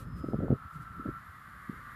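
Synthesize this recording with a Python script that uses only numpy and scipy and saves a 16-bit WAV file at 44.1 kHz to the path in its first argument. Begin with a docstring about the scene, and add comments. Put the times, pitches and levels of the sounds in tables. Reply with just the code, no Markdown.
"""Singing rails at a country crossing

One microphone at a quiet level crossing. A far-off train sets the rails ringing: a cluster of narrow
whining resonances, the strongest of which swells and stops, over a wash that grows and brightens.
Wind rumbles and bumps on the microphone; a distant bird holds one thin note over a faint hiss."""
import sys
import numpy as np
from scipy import signal
from scipy.fft import rfft, irfft
from scipy.io import wavfile

SR = 44100
rng = np.random.default_rng(int(sys.argv[2]) if len(sys.argv) > 2 else 0)


def master_out(mix):
    """Clip the mix to full scale and print it as 16-bit PCM to the path in sys.argv[1]."""
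    frames = np.transpose(np.atleast_2d(mix))
    ceiling = np.clip(frames, -1, 1)
    pcm = np.round(ceiling * 32767).astype(np.int16)
    wavfile.write(sys.argv[1], SR, pcm)


N = 85995


def undb(db):
    """Decibels to gain."""
    return 10 ** (np.asarray(db) / 20)


def clock():
    """Time of every sample in seconds."""
    return np.arange(N) / SR


def curves(table):
    """The columns of a table, joined by straight lines in time."""
    rows = np.array(table, float)
    return [np.interp(clock(), rows[:, 0], column) for column in rows[:, 1:].T]


def shaped(gain):
    """Noise of rms 1 whose spectrum follows gain(hz)."""
    hz = np.maximum(np.arange(N // 2 + 1) * SR / N, 1)
    x = irfft(rfft(rng.standard_normal(N)) * gain(hz), N)
    return x / x.std()


def noise(spectrum):
    """Noise coloured by (freq_hz, relative_db) points, dying away beyond the ends."""
    hz, db = np.array(spectrum, float).T

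    def gain(f):
        skirts = np.minimum(1, np.minimum(f / hz[0], hz[-1] / f)) ** 2
        return undb(np.interp(np.log(f), np.log(hz), db)) * skirts
    return shaped(gain)


def ring(hz, half_width_hz):
    """A resonance kept ringing by random pushes."""
    return shaped(lambda f: 1 / (1 + ((f - hz) / half_width_hz) ** 2))


def waver(rate_hz):
    """A slow random wavering of spread 1."""
    return shaped(lambda f: 1 / (1 + (f / rate_hz) ** 2) ** 2)


def tone(hz):
    """A sine of rms 1 on a moving pitch."""
    return np.sqrt(2) * np.sin(2 * np.pi * (np.cumsum(hz) / SR + rng.random()))


def swell(peak_s, half_length_s):
    """A smooth rise and fall around one moment."""
    return np.exp(-.5 * np.minimum(((clock() - peak_s) / half_length_s) ** 2, 100))


def rise(db_per_s):
    """Gain that grows steadily; 1 half way through."""
    return undb(db_per_s * (clock() - N / SR / 2))


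# Rail resonances at the crossing, middle and high: pitch_hz, half_width_hz, relative_db
RAIL_MODES = [(1090, 14, -69), (1125, 14, -69), (1181, 6, -62), (1238, 9, -65), (1345, 14, -65),
              (1453, 8, -67), (1549, 10, -67), (1615, 12, -73), (1712, 9, -72), (1760, 8, -75),
              (1840, 9, -75), (1946, 8, -71), (2093, 8, -75)]
RAIL_HIGH_MODES = [(7080, 350, -86), (10240, 900, -80.5), (13300, 600, -80.5)]
# Colours of the rails' dull and bright washes: freq_hz, relative_db
DULL_WASH_SPECTRUM = [(600, -22), (900, -17), (1100, -6.5), (1300, 0.5), (1550, -12), (1780, -12),
                      (2050, -23), (2400, -28.5)]
BRIGHT_WASH_SPECTRUM = [(700, -35), (950, -12.5), (1150, -4.5), (1300, -0.5), (1650, -2), (1950, -5.5),
                        (2100, -9), (2200, -14.5), (2450, -22), (3000, -48)]
# The two washes, with the train still far down the line: time_s, dull_db, bright_db
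WASH_LEVELS = [(0, -55.5, -72), (.5, -55.5, -66.5), (.65, -52.5, -64), (1.1, -56.5, -57),
               (1.22, -57, -56.5), (1.35, -57, -60), (1.6, -62, -54), (1.95, -60, -51.5)]
# A thin top tone off the rails: time_s, level_db
THIN_TONE_LEVELS = [(0, -102), (.55, -92), (1.0, -81), (1.25, -77), (1.5, -80), (1.95, -77)]


def rails():
    """Distant wheels keep the rails ringing in narrow resonances and a wash, louder as they near."""
    modes = sum(undb(db) * ring(hz, width) for hz, width, db in RAIL_MODES)
    modes = undb(-1.5) * modes * rise(db_per_s=7.5)
    high_modes = sum(undb(db) * ring(hz, width) for hz, width, db in RAIL_HIGH_MODES)
    dull_db, bright_db = curves(WASH_LEVELS)
    wash = undb(dull_db) * noise(DULL_WASH_SPECTRUM) + undb(bright_db) * noise(BRIGHT_WASH_SPECTRUM)
    thin_tone = undb(curves(THIN_TONE_LEVELS)[0]) * ring(hz=11480, half_width_hz=110)
    return modes + high_modes * rise(db_per_s=3) + wash + thin_tone


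# Tones of the rails' whine, lowest first: pitch_hz, wander_hz, relative_db
WHINE_TONES = [(1290.5, 1.5, -4), (1321, 6, -10), (1345, 2, 0), (1363, 6, -6.5), (1453, 3, -13),
               (1552, 4, -14)]
# The whine's swell, heard from the crossing: time_s, lowest_tone_db, upper_tones_db
WHINE_LEVELS = [(0, -55, -68), (.12, -66, -74), (.25, -47, -62.5), (.45, -61.5, -59.5), (.6, -50, -54),
                (.85, -70, -52.5), (1.02, -44.5, -49.5), (1.175, -68, -47.5), (1.21, -73, -62),
                (1.4, -72, -95)]


def rail_whine():
    """A few nearly pure rail tones beat together, swell and stop."""
    lowest_db, upper_db = curves(WHINE_LEVELS)
    out = 0
    for k, (hz, wander_hz, db) in enumerate(WHINE_TONES):
        swell_db = upper_db if k else lowest_db
        flutter_db = 0.96 * waver(rate_hz=29)
        out += undb(db + swell_db + flutter_db) * tone(hz + wander_hz * waver(rate_hz=22.5))
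    return out


# Gusts right on the microphone: time_s, rumble_db, flutter_db
GUST_LEVELS = [(0, -49, -52.5), (.12, -41, -61), (.22, -41.5, -54), (.3, -40, -43.5), (.345, -40.5, -38.5),
               (.378, -38.5, -55.5), (.435, -37.5, -33.5), (.468, -40, -38.5), (.49, -40.5, -46),
               (.53, -31, -34), (.575, -54, -64), (.66, -50.5, -96), (.71, -66, -80), (.77, -47.5, -62),
               (.86, -53.5, -79), (1, -46, -57), (1.035, -56, -61), (1.07, -48, -39.5), (1.1, -37.5, -48),
               (1.135, -52, -66.5), (1.23, -59, -88), (1.62, -57, -74), (1.73, -51.5, -52),
               (1.82, -53.5, -70.5), (1.95, -55, -67)]
# Colours of their rumble and flutter: freq_hz, relative_db
RUMBLE_SPECTRUM = [(15, -26), (30, -13), (50, 3.5), (80, 1.5), (140, 3), (200, -3), (300, -13.5),
                   (500, -44), (900, -61)]
FLUTTER_SPECTRUM = [(50, -17), (120, 1.5), (200, 3.5), (310, 0), (420, -1), (600, -8.5), (800, -26),
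                    (1100, -34), (2000, -55)]


def wind():
    """A low rumble, with ragged flutter when the gusts reach the microphone."""
    rumble_db, flutter_db = curves(GUST_LEVELS)
    rumble = undb(rumble_db + 1.5 * waver(rate_hz=38)) * noise(RUMBLE_SPECTRUM)
    flutter = undb(flutter_db + 2.0 * waver(rate_hz=47)) * noise(FLUTTER_SPECTRUM)
    return rumble + flutter


# Brief soft rustles at the crossing: peak_s, half_length_s, level_db
RUSTLES = [(0.001, 0.024, -59.5), (0.185, 0.016, -67), (0.29, 0.036, -73), (0.752, .025, -68),
           (.825, 0.015, -68.5)]
# Colours of the country air all around and of the rustles: freq_hz, relative_db
AIR_SPECTRUM = [(200, 4.5), (500, -4.5), (850, 2), (2400, -5), (3300, -5), (4500, -9.5), (6200, -18),
                (8500, -15), (10500, -14), (12500, -16), (14000, -19), (15500, -15)]
RUSTLE_SPECTRUM = [(2500, 0.5), (4500, -3.5), (6000, -6.5), (8500, -4), (12000, -1), (15000, -16)]


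def country_air():
    """Faint hiss that slowly grows, and a few soft rustles."""
    hiss = undb(-67) * rise(db_per_s=4) * noise(AIR_SPECTRUM)
    rustling = sum(undb(db) * swell(peak_s, half_s) for peak_s, half_s, db in RUSTLES)
    return hiss + rustling * noise(RUSTLE_SPECTRUM)


# A bird's note, far from the microphone: time_s, pitch_hz
BIRD_PITCH = [(0, 5220), (.14, 5150), (.17, 5085), (.2, 5055), (.27, 5095), (.4, 5090)]
# The same note as it reaches the crossing: time_s, level_db
BIRD_LEVELS = [(0, -89), (.11, -75), (.145, -72.5), (.2, -70), (.27, -72.5), (.37, -82.5), (.41, -100)]


def bird(wander_hz=14, side_tone_below_hz=200):
    """One thin held whistle that sags a little, with a weaker tone below."""
    hz = curves(BIRD_PITCH)[0] + wander_hz * waver(rate_hz=100)
    level_db = curves(BIRD_LEVELS)[0] + 2.2 * waver(rate_hz=60)
    return undb(level_db) * (tone(hz) + undb(-14) * tone(hz - side_tone_below_hz))


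# Eddies striking the microphone: peak_s, peak_db, centre_hz, half_length_cycles, churn_db
EDDIES = [(.245, -26.5, 287, 1.32, -44), (.288, -21, 240, 0.38, -44), (.335, -20.5, 253, 0.32, -38.5),
          (.344, -19.5, 185, 0.56, -33), (.359, -30, 150, 0.56, -53), (.391, -20, 151, 0.36, -69),
          (.406, -27, 383, 0.53, -55), (.431, -28.5, 280, 2.5, -44), (.483, -25, 330, 0.31, -48),
          (.506, -13.5, 161, 0.38, -31.5), (.514, -25, 275, 1.15, -37), (.528, -15.5, 140, 0.61, -37.5),
          (.661, -36, 85, 0.69, -88), (.763, -40, 158, 1.8, -84), (0.999, -33.5, 265, 0.87, -64),
          (1.061, -26.5, 244.4, 0.99, -46), (1.091, -28, 287, 1.03, -55), (1.298, -44.5, 83, 1.06, -78),
          (1.562, -53.5, 66, 1.7, -73), (1.698, -25, 192, 0.54, -68), (1.741, -47, 280, 0.6, -62),
          (1.795, -44, 84, 1.13, -68)]
# Colour of the air churning inside them: freq_hz, relative_db
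CHURN_SPECTRUM = [(150, -43), (350, -3), (550, 6), (750, -7.5), (1000, -24), (1800, -43)]


def wind_bumps():
    """Each eddy is a quick, sharp-topped swing of pressure with churning air inside."""
    out, churn = np.zeros(N), noise(CHURN_SPECTRUM)
    for peak_s, db, hz, cycles, churn_db in EDDIES:
        half_s = cycles / hz / np.sqrt(2)
        narrowness = (2 * np.pi * hz * half_s) ** 2
        # A pulse whose spectrum peaks at hz; the narrower its band, the more swings it makes.
        pressure = np.real((1 - 2j * np.pi * hz * (clock() - peak_s) / narrowness) ** -(narrowness + 1))
        out += undb(db) * pressure + undb(churn_db) * swell(peak_s, half_s) * churn
    return out


# Late surges in the rails at the crossing: peak_s, half_length_s, level_db
RAIL_SURGES = [(1.427, 0.054, -71), (1.695, 0.025, -52.5), (1.889, 0.034, -49.5)]


def rail_surges(pitch_hz=1181, wander_hz=4.17):
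    """One rail resonance sings out in short swells, each louder than the last."""
    envelope = sum(undb(db) * swell(peak_s, half_s) for peak_s, half_s, db in RAIL_SURGES)
    return envelope * tone(pitch_hz + wander_hz * waver(rate_hz=30))


def scene():
    """Rails, wind, air and bird at one microphone."""
    return (rails() + rail_whine() + wind() + country_air() + bird() + wind_bumps() + rail_surges())[None]


def record(dry):
    """The recorder cuts the top steeply."""
    cutoff_hz = 15150
    return signal.sosfilt(signal.ellip(10, .2, 70, cutoff_hz, fs=SR, output="sos"), dry)


dry = scene()
out = record(dry)
master_out(out)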